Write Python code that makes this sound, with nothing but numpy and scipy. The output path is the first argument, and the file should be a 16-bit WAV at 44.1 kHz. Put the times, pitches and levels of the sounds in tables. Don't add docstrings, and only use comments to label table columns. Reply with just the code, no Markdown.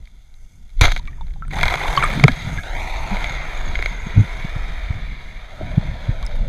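import sys
import numpy as np
from scipy import signal
from scipy.fft import rfft, irfft
from scipy.io import wavfile
from scipy.ndimage import uniform_filter1d

SR = 44100
rng = np.random.default_rng(int(sys.argv[2]) if len(sys.argv) > 2 else 0)


def voltage_ratio(decibels):
    exponent = np.asarray(decibels, float) / 20
    return 10 ** exponent


def to_wav(sig):
    pcm = np.clip(np.atleast_2d(sig), -1, 1) * 32767
    pcm = np.round(pcm).astype(np.int16)
    wavfile.write(sys.argv[1], SR, pcm.T)


N = 285768
T = np.arange(N) / SR

# (frequency [Hz], width [Hz], level [dB])
WALL_MODES = [(307, 360, -9.5), (721, 240, -6.5), (950, 166, -6), (1370, 530, -8.5), (2156, 304, 2.5),
              (3668, 830, -7), (4520, 400, -17), (6320, 1200, -22), (7670, 470, -34), (9650, 2500, -32.5),
              (11860, 1900, -35), (13300, 900, -43)]
# (frequency [Hz], width [Hz], gain [dB])
WALL_VALLEYS = [(1108, 190, -3.5), (1710, 360, 1), (2610, 143, -10.5), (2958, 150, -9.5), (5650, 210, -9),
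                (7160, 380, -5), (8740, 500, -2.5), (11300, 500, -3)]

# (time [s], swell level [dB])
FLOW = [(0.0, -34.5), (0.3, -40.5), (0.5, -37.5), (0.74, -36), (1.0, -25.5), (1.5, -26.5), (2.0, -23.5),
        (2.5, -21), (2.9, -18), (3.5, -26), (3.9, -22.5), (4.4, -28), (5.1, -23), (5.55, -30), (5.8, -20.5),
        (6.0, -26), (6.48, -20)]
# (middle [s], extra swell [dB], extra flutter [dB], half length [s])
EDDIES = [(0.0, 11.5, -10, 0.052), (0.08, -6, -9, 0.054), (.434, 6, -12, 0.045), (0.937, -3, 11, .05),
          (1.253, 3, -19, 0.11), (1.65, 12, 3.5, 0.094), (1.886, 8, -6, 0.082), (1.97, -2.5, 8, 0.093),
          (2.063, 5, 2, 0.059), (2.197, 0.5, 10, 0.11), (1.46, -3.5, 0, 0.046), (2.337, 8.5, -10, 0.026),
          (2.376, -25, -5, 0.032), (2.453, -1.5, -2, 0.082), (2.65, -11, -7, 0.085),
          (2.922, -2.5, -17, 0.13), (3.272, 3, 6, 0.14), (3.793, 6, -6, 0.14), (3.923, -3.5, 5.5, 0.043),
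          (4.113, 1.5, -15, 0.041), (4.19, 2, 25, 0.048), (4.242, -18, 4.5, 0.038), (4.6, 5.5, -4, 0.18),
          (5.905, -4, 3, 0.33), (6.105, 11.5, 6, 0.054), (6.23, 3.5, 5.5, 0.042), (6.296, -0.5, 3.5, 0.043)]
FLUTTER_DB, FLUTTER_GROWTH = -40.5, 1.45
# (middle [s], peak
# level [dB], frequency [Hz], length [cycles])
THUMPS = [(.833, -8, 35, 1.2), (.854, -11, 45, 1.3), (2.178, -12.5, 195, 2), (2.21, -14, 160, 1.9),
          (2.155, -23, 210, 4.3), (2.195, -18, 260, 2.7), (2.235, -16, 173, 2.5), (2.257, -16.5, 242, 3),
          (2.333, -20, 30, 1.2), (2.53, -20.5, 142, 4.8), (2.575, -24, 126, 3.2), (2.295, -16.5, 248, 6.1),
          (2.477, -14.5, 115, 1.6), (3.13, -18, 197, 9.2), (3.31, -27, 136.3, 2.2),
          (4.07, -18, 151.2, 1.74), (4.196, -2.5, 101.4, 7.1), (4.45, -15.5, 143, 1.94),
          (4.565, -15.5, 107, 1.9), (4.908, -9.5, 79, 1.3), (4.965, -21.5, 105.2, 4.3),
          (5.781, -0.5, 134, 2), (5.93, -31.5, 108.4, 6.7), (6.094, -6.5, 104, 2.23), (6.41, -12, 31.8, 3)]
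# (middle [s], peak level [dB], frequency [Hz], length [cycles])
RECOIL = [(.794, -8.5, 28.5, 2.2), (.82, 0.4, 83, 1.52), (.848, -16.5, 113, 2.2), (.864, -9, 12.4, 1.3),
          (.885, -12, 49, 1), (.908, -11.5, 27, 2.7), (.95, -20, 20, 2.3)]
# ((pitch [Hz], sag [Hz/s], width [Hz], rise [s], fall [s]), swells (time [s], hold [s], level [dB]))
SONGS = [
    ((152, 5, 62, 0.38, 0.14), [(1.0, 1, -50.5), (1.6, 0.44, -34.5), (2.25, 0.0079, -22.5), (2.55, 0.0082, -35.5), (3.35, 0.1, -41.5)]),
    ((6540, 26, 450, 0.6, .07), [(2.5, 0.98, -59), (3.6, .6, -56.5)]),
    ((5300, 260, 160, .2, 0.16), [(4.3, 0.11, -65), (4.5, .2, -65)]),
    ((640, 86, 285, 0.37, 0.39), [(5.62, 0.41, -44), (6.1, 0.56, -46)]),
]

# (time [s], peak level [dB], pitch [Hz], decay by 60 dB [s])
BUBBLES = [(.813, -12, 1000, .02), (.818, -9, 2330, .03), (.832, -16, 520, .025), (.833, -11, 2250, .025),
           (.838, -14, 1450, .03), (.845, -14, 3700, .02), (.849, -9.5, 720, .035), (.853, -9, 2300, .025),
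           (.888, -21, 2200, .04), (.995, -33, 950, .049), (1.075, -30.5, 2270, .06),
           (1.079, -36, 1160, .06), (1.08, -36, 1900, .04), (1.13, -40, 1830, .04), (1.183, -44, 950, .044),
           (1.21, -26.5, 905, .037), (1.211, -39, 3550, .035), (1.36, -37, 800, .038),
           (1.423, -24.5, 1320, .075), (1.424, -33, 1550, .03), (1.45, -40, 1750, .03),
           (1.481, -34.5, 8200, .006), (1.481, -33, 1450, .015), (1.556, -34, 6300, .025),
           (1.966, -16.5, 4400, .024), (1.975, -5.5, 1110, .066), (1.976, -13.5, 3050, .027),
           (2.026, -13, 2310, .049), (2.026, -7, 1350, .025), (2.035, -5, 1695, .019),
           (2.039, -4.5, 1207, .044), (2.041, -16, 7900, .011), (2.091, -23, 538, .07),
           (2.244, -15, 1300, .07), (2.288, -19, 1650, .05), (2.584, -21.5, 1640, .067),
           (3.795, -25, 400, .035), (4.05, -49, 7700, .015), (4.205, -50, 8500, .012),
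           (4.205, -42, 6750, .025), (4.68, -50, 7700, .02), (5.61, -23, 615, .049),
           (5.611, -21.5, 316, .027), (6.229, -31, 1110, .032), (6.252, -35, 7600, .012),
           (6.252, -40, 5240, .0094), (6.264, -31, 8940, .0075), (6.265, -23, 5050, .013),
           (6.359, -48, 10500, .012)]
# (time [s], peak level [dB], pitch [Hz])
PINGS = [(2.3643, -37, 6500), (2.39, -33, 6500), (2.4162, -41, 6500), (2.4421, -37, 6420),
         (2.4706, -41, 6480), (2.49, -37, 6430), (2.5683, -40, 6370), (2.6726, -46, 6530),
         (2.696, -37, 6300), (2.957, -39, 6350), (3.0752, -39, 6570), (3.1256, -42, 6440),
         (3.145, -38, 6570), (3.2253, -39, 6600), (3.2423, -34, 6440), (3.2687, -31, 6500),
         (3.295, -29, 6520), (3.3201, -34, 6700), (3.3471, -33, 6500), (3.3955, -44, 6540),
         (3.4219, -42, 6450), (3.4583, -42, 6420), (3.5491, -41, 6400), (3.573, -34, 6750),
         (3.605, -45, 6650), (3.6564, -33, 6720), (3.6833, -32, 6440), (3.7077, -40, 6500),
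         (3.7536, -41, 6650), (3.7891, -39, 4900), (3.801, -40, 6720), (3.824, -37, 6440),
         (3.8584, -37, 6100), (3.8789, -36, 6430), (3.9053, -34, 6400), (3.9452, -39, 6500),
         (3.9637, -36, 6400), (4.0056, -45, 6420), (4.024, -44, 6440), (4.0789, -40, 6560),
         (4.1517, -43, 6730), (4.1901, -40, 6520), (4.2076, -37, 6250), (4.3253, -46, 5150),
         (4.3712, -46, 6440), (4.4984, -48, 5200), (4.5448, -47, 5330), (4.6087, -47, 4990),
         (4.681, -47, 6100)]
# (time [s], peak level [dB], pitch [Hz])
GULPS = [(1.527, -26, 735), (1.576, -19, 1170), (1.59, -16, 707), (1.615, -14, 683), (1.635, -8, 950),
         (1.684, -18, 970), (1.714, -18, 713), (1.721, -14, 716), (1.747, -16, 700), (1.778, -19, 950),
         (1.811, -13, 930), (1.837, -17, 736), (1.857, -13, 1010), (1.874, -18, 790), (1.9, -12, 764),
         (1.914, -23, 797), (1.935, -15, 756), (2.08, -23, 930), (2.137, -19, 990), (2.156, -23, 870)]

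# (time [s], peak level [dB], body re. peak [dB], treble re. peak [dB])
GEAR_KNOCKS = [(.0554, -42, -26, 2), (.0732, -40, -21, -12), (.341, -49.5, -12, 6), (.6933, -47, -19, 0),
               (.703, -48, -19, 3), (.794, -30, -9, -4), (.8111, -2.5, -6, -14), (.8804, -17.5, 5.5, -6),
               (.914, -22, -7, -6), (.906, -32, -10, 6), (.952, -36, -10, 1), (.9188, -11.5, -6.5, -2.5),
               (.9632, -14.5, -7, -6.5), (.9685, -23.5, 0, -12), (.9764, -23, -18, -1.5),
               (1.0284, -47, -7, 3), (1.054, -39, -10, -1), (1.0745, -38, -7, 3), (1.0814, -35, -12, -10),
               (1.2087, -60, 4, -5), (1.2685, -42, -4, 0), (1.2815, -42, -1, -10), (1.3064, -41, -14, -12),
               (1.3374, -40.5, -8, -0.5), (1.4217, -46, 8, -18), (1.4516, -38, -2, -24),
               (1.48, -39.5, 1, -5), (6.2274, -34, -1, 6.5)]
# (time [s], peak level [dB], body re. peak [dB], treble re. 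peak [dB])
REEL_KNOCKS = [(1.512, -25, -16, -28.5), (1.5424, -22, -3, -19), (1.5914, -19, 4, -5),
               (1.6312, -5, -1.5, -5.5), (1.6354, -5, -12, -30), (1.6555, -12, -3, -2),
               (1.6811, -9, -6, -4.5), (1.686, -16, 0, -8), (1.7024, -16, 2, -3), (1.708, -16, -7, -6),
               (1.7204, -18, -10, -14), (1.7399, -7.5, 0.5, -8), (1.745, -14.5, -0.5, -9),
               (1.752, -23, -3, -16), (1.798, -21, -14, -16), (1.8806, -14, -1, -8), (1.995, -19, 0, -9),
               (2.197, -12, -4, -7), (2.0368, -12, 2.5, -5), (2.2383, 6.5, -5, -20), (2.2807, 1, -3, -10),
               (2.287, -15.5, -4, -6), (2.39, -25, -8, -12), (2.413, -30, -16, -14), (2.575, -22, -10, -15),
               (2.634, -29, -10, -4), (2.3184, -24, -10, 1.5), (3.1677, -15.5, -7, -14),
               (3.2425, -12, -5.5, -7), (3.2959, -22.5, -4, -2), (4.3712, -37, -10, 2.5),
               (3.7544, -12, -28, -13), (3.7898, -16, -3, -12.5), (3.8247, -9, -8, -12),
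               (3.8591, -8, -8, -11.5)]
SCRAPE_S = 0.00221

# (time [s], level [dB], brightness [dB])
SHOT = [(.811, -15.5, 8.5), (.823, -15, -6.5), (.855, -12, -5.5), (.866, -21.5, -5.5), (.912, -34.5, -6),
        (.921, -23.5, -1.5), (.932, -48, 10), (.96, -42, 0), (.998, -53, 11)]
TEAR_BODY_DB, BOOM_DB, BOOM_FALL_DB_PER_S = -6, -16.5, 325

# (time [s], level of its rush [dB])
PULL = [(1.49, -70), (1.51, -38.5), (1.566, -30), (1.676, -29), (1.718, -25.5), (1.772, -27), (1.876, -26),
        (2.13, -24.5), (2.3, -30), (2.62, -31.5), (2.78, -28), (3.3, -29), (3.61, -32.5), (4.56, -34),
        (5.31, -39), (5.55, -39.5), (6.07, -36.5), (6.48, -41)]
# (time [s], speed [turns/s], chatter depth [0-1])
REEL = [(1.48, 44, 0.1), (1.52, 37.8, 1), (1.75, 47, 0.8), (2.0, 40, 0.55), (2.3, 27, 0.03),
        (3.0, 32, 0.28), (3.9, 36, 0.07), (6.48, 26, 0.08)]
# (time [s], first notch [Hz], strength [0-1])
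MIRROR = [(2.57, 700, 0.02), (2.6, 900, .8), (2.65, 1050, .95), (2.74, 1200, .95), (2.82, 1620, .9),
          (2.93, 1620, .85), (3.05, 1720, .8), (3.2, 1750, 0.02)]
BAND_EDGES_HZ = [280, 1750, 2800, 5600, 16000]
PULL_COLOUR_DB = [-4, 0, -11, -21.5]
PULL_GROWTH = [1.23, 1.04, 0.96, 0.93]
DRIFT_DB_PER_S = [0.24, -0.3, 0.42, -0.6]
STILL_DB = [-67.5, -73.5, -62, -65]
CHATTER_SHARE = [0.71, 0.79, 0.87, 0.3]
AIM_S, AIM_DB = 0.77, [-78, -56, -59, -81]
WAKE_S, WAKE_DB = 0.92, [-55.5, -50.5, -53, -79]
WAKE_FALL_DB_PER_S = [15, 19, 79, 20]
NEAR_DB, LET_GO_S, LET_GO_LENGTH_S = [-1, -1, 1.5, 3.5], 3.03, 0.065
SHADOW_S, SHADOW_HALF_S = 2.617, 0.016
SHADOW_DB = [-8.5, -3.5, -4, 2]
GURGLES_PER_S, GURGLE_HZ, GURGLE_DB = 200, (686, 1995), 7
SPARKLES_PER_S, SPARKLE_HZ, SPARKLE_DB = 280, (6790, 13240), -16.5
SPARKLE_S, SPARKLE_FADE_S = 1.52, .5


def curves(table):
    s, *columns = np.transpose(table)
    return [np.interp(T, s, c) for c in columns]


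def unit(x):
    return x / np.sqrt(np.mean(x ** 2))


def band(x, lo_hz, hi_hz, order=3):
    return signal.sosfilt(signal.butter(order, [lo_hz, hi_hz], "band", fs=SR, output="sos"), x)


def lowpass(x, hz, order):
    return signal.sosfilt(signal.butter(order, hz, fs=SR, output="sos"), x)


def walk(rate):
    hold = int(SR / rate)
    steps = np.repeat(rng.standard_normal(N // hold + 1), hold)
    return unit(uniform_filter1d(uniform_filter1d(steps, hold), hold)[:N])


def together(*db):
    return 10 * np.log10(sum(voltage_ratio(d) ** 2 for d in db))


def wall_response():
    hz = np.linspace(0, SR / 2, 2049)
    power = sum(voltage_ratio(db) ** 2 / (1 + (2 * (hz - f) / w) ** 2) ** 1.616 for f, w, db in WALL_MODES)
    valley_db = sum(db / (1 + (2 * (hz - f) / w) ** 2) for f, w, db in WALL_VALLEYS)
    power = power * voltage_ratio(valley_db) ** 2
    cepstrum = irfft(np.log(power + 1e-9) / 2)
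    cepstrum[1:2048] *= 2
    cepstrum[2049:] = 0
    return irfft(np.exp(rfft(cepstrum)))


def housing(x):
    return signal.fftconvolve(x, wall_response())[:len(x)]


def buffet():
    flow_db, = curves(FLOW)
    swell_db = flow_db
    flutter_db = FLUTTER_DB + FLUTTER_GROWTH * (flow_db + 25)
    for s, more_swell_db, more_flutter_db, half_s in EDDIES:
        shape = 1 / (1 + ((T - s) / half_s) ** 2) ** 2
        swell_db = swell_db + more_swell_db * shape
        flutter_db = flutter_db + more_flutter_db * shape
    swell = unit(band(rng.standard_normal(N), 13.9, 38.9, order=2))
    flutter = unit(band(band(rng.standard_normal(N), 33.0, 241, order=3), 40, 102, order=1))
    return swell * voltage_ratio(swell_db - 1.5) + flutter * voltage_ratio(flutter_db + 4.7 * walk(12))


def pushes(table, overtone):
    out = np.zeros(N)
    for s, db, hz, cycles in table:
        near = slice(int((s - .15) * SR), int((s + .15) * SR))
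        turn = (T[near] - s) * hz
        swell = np.exp(-(np.pi * turn / cycles) ** 2)
        overtones = np.cos(4 * np.pi * turn) + 0.45 * np.cos(6 * np.pi * turn)
        sway = np.cos(2 * np.pi * turn) + overtone * swell * overtones
        out[near] += voltage_ratio(db) * sway * swell
    return out


def songs():
    out = np.zeros(N)
    for (hz, sag, width_hz, rise, fall), swells in SONGS:
        levels = []
        for s, hold, peak_db in swells:
            away = np.maximum((s - T) / rise, (T - s - hold) / fall)
            levels.append(peak_db - 30 * away.clip(0, 4))
        db = together(*levels)
        pitch = np.maximum(hz - sag * np.maximum(T - swells[0][0], 0), hz / 2)
        phase = 2 * np.pi * np.cumsum(pitch * (1 + .015 * walk(60))) / SR
        blur = walk(width_hz) * np.cos(phase) + walk(width_hz) * np.sin(phase)
        out += blur * voltage_ratio(db + 3.3 * walk(70))
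    return out


def bubbles():
    out, wobble = np.zeros(N), voltage_ratio(1.9 * walk(300))
    for s, db, hz, t60 in BUBBLES:
        t = T[:int(t60 * SR)]
        phase = 2 * np.pi * hz * np.cumsum(1 + 0.2 * np.exp(-t / 0.00036) + 0.81 * t) / SR
        envelope = 1000. ** (-t / t60) * (1 - np.exp(-t * hz / .3))
        out[int(s * SR):int(s * SR) + len(t)] += voltage_ratio(db) * np.sin(phase) * envelope
    return out * wobble


def pops(table, cycles, db_shift):
    out = np.zeros(N)
    for s, db, hz in table:
        turn = T[:int(cycles / hz * SR)] * hz
        life = turn / cycles
        ring = np.sin(2 * np.pi * turn * (1 + .012 * life))
        envelope = 1000. ** (-life) * (1 - np.exp(-life / 0.055))
        out[int(s * SR):int(s * SR) + len(turn)] += voltage_ratio(db + db_shift) * ring * envelope
    return out


def knocks():
    out, t = np.zeros(N), T[:1500]
    ranges_hz = (1600, 2800), (500, 1600), (2800, 16000), (7000, 16000)
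    walls = wall_response()[:1500]
    rings = [band(walls, lo, hi) for lo, hi in ranges_hz]
    for s, db, body_db, treble_db in GEAR_KNOCKS + REEL_KNOCKS:
        scrape = rng.standard_normal(len(t)) * (np.exp(-t / SCRAPE_S) + 0.21 * np.exp(-t / 0.0058))
        hit = .6 * scrape / np.sqrt(np.sum(scrape ** 2))
        hit[0] += .8
        hit[int(SCRAPE_S * SR / 2)] -= .4
        for ring, rel_db in zip(rings, (0, body_db, treble_db, treble_db - 39.0)):
            rung = signal.fftconvolve(hit, ring)[:len(t)]
            out[int(s * SR):int(s * SR) + len(t)] += rung * voltage_ratio(db + rel_db) / np.abs(rung).max()
    return out


def shot():
    db, bright_db = curves(SHOT)
    noise = rng.standard_normal(N) * voltage_ratio(2 * walk(500))
    through_walls = housing(noise)
    body = unit(band(through_walls, 450, 1600))
    middle = unit(band(through_walls, 1600, 2800))
    treble = unit(band(through_walls, 2800, 16000) + band(through_walls, 5500, 7500))
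    tear = middle + voltage_ratio(TEAR_BODY_DB) * body + voltage_ratio(bright_db) * treble
    start, end = SHOT[0][0], SHOT[-1][0]
    boom = unit(band(noise, 90, 450)) * voltage_ratio(BOOM_DB - BOOM_FALL_DB_PER_S * np.abs(T - start))
    return (tear * voltage_ratio(db) + boom) * (T > start) * (T < end)


def sparkle():
    out, t = np.zeros(N + 400), T[:400]
    lo_hz, hi_hz = SPARKLE_HZ
    for when, pitch, size in rng.random((int(SPARKLES_PER_S * 2), 3)):
        hz = lo_hz * (hi_hz / lo_hz) ** pitch
        i = min(int((SPARKLE_S - SPARKLE_FADE_S * np.log(when)) * SR), N)
        ring = np.sin(2 * np.pi * hz * t * (1 + 5 * t))
        envelope = np.exp(-t * hz / 25) * (1 - np.exp(-t / 0.0005))
        out[i:i + len(t)] += voltage_ratio(-14 * size) * ring * envelope
    return out[:N] * voltage_ratio(curves(PULL)[0] + SPARKLE_DB)


def gurgle():
    out, t = np.zeros(N + 800), T[:800]
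    lo_hz, hi_hz = GURGLE_HZ
    for when, pitch, size in rng.random((int(GURGLES_PER_S * 5), 3)):
        hz = lo_hz * (hi_hz / lo_hz) ** (pitch ** 1.5)
        i = int((1.5 + when * (N / SR - 1.5)) * SR)
        ring = np.sin(2 * np.pi * hz * t * (1 + 7.4 * t))
        out[i:i + len(t)] += voltage_ratio(29.0 * size) * ring * np.exp(-t * hz / 10.0)
    return out[:N] / np.std(out[out != 0])


def rush_levels():
    pull, = curves(PULL)
    beside = (1 - np.tanh((T - LET_GO_S) / LET_GO_LENGTH_S)) / 2
    hidden = np.exp(-((T - SHADOW_S) / SHADOW_HALF_S) ** 4)
    silent = -99
    levels = []
    for k in range(4):
        line = -30 + PULL_COLOUR_DB[k] + PULL_GROWTH[k] * (pull + 30) + DRIFT_DB_PER_S[k] * (T - 2.5)
        line = line + NEAR_DB[k] * beside + SHADOW_DB[k] * hidden
        line = np.where(T > PULL[0][0], line, silent)
        aim = np.where((T > AIM_S) & (T < WAKE_S), AIM_DB[k], silent)
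        wake = np.where(T > WAKE_S, WAKE_DB[k] - WAKE_FALL_DB_PER_S[k] * (T - WAKE_S), silent)
        levels.append(together(line, STILL_DB[k] + 0 * T, aim, wake))
    return levels


def mirror(hiss):
    notch_hz, strength = curves(MIRROR)
    strength = np.clip(strength, 0, 1) * (T > MIRROR[0][0]) * (T < MIRROR[-1][0])
    mirrored = lowpass(np.interp(T - .93 / notch_hz, T, hiss), 2800, 1)
    return (hiss - strength * mirrored) / np.sqrt(1 + strength ** 2)


def rush():
    turns, depth = curves(REEL)
    phase = np.cumsum(turns * (1 + 0.064 * walk(20)) / SR) % 1
    chatter = 1 + np.clip(depth, 0, 1) * .9 * np.exp(-phase / .2) * (1 + np.tanh(walk(40)))
    fizz = voltage_ratio((1.07 + 1.7 * depth) * walk(400))
    hiss = mirror(housing(rng.standard_normal(N) * fizz))
    hiss = hiss + 0.26 * np.interp(T - 0.001603 * voltage_ratio(1.44 * walk(2.5)), T, hiss)
    levels, swell = rush_levels(), walk(5.14)
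    bands = np.zeros(N)
    for lo, hi, db, share in zip(BAND_EDGES_HZ, BAND_EDGES_HZ[1:], levels, CHATTER_SHARE):
        flicker_db = swell / 2 + walk(15)
        bands += unit(band(hiss * chatter ** share, lo, hi)) * voltage_ratio(db + flicker_db)
    return lowpass(bands, 14000, 6) + gurgle() * depth * chatter / 2 * voltage_ratio(levels[0] + GURGLE_DB)


def scene():
    water = buffet() + pushes(THUMPS, overtone=0.1) + songs()
    air = bubbles() + pops(PINGS, cycles=170, db_shift=.5) + pops(GULPS, cycles=24, db_shift=-1.5)
    gun = knocks() + shot() - pushes(RECOIL, overtone=0.064)
    reel = sparkle() + rush()
    return (water + air + gun + reel)[None]


def low_pass(x):
    return signal.sosfilt(signal.butter(12, 15920, fs=SR, output="sos"), x)


def record(dry):
    clipped = dry / (1 + np.abs(dry) ** 10) ** (1 / 10)
    top = signal.ellip(8, .2, 80, 15750, fs=SR, output="sos")
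    mix = signal.sosfilt(top, clipped)
    return low_pass(mix)


dry = scene()
out = record(dry)
to_wav(out)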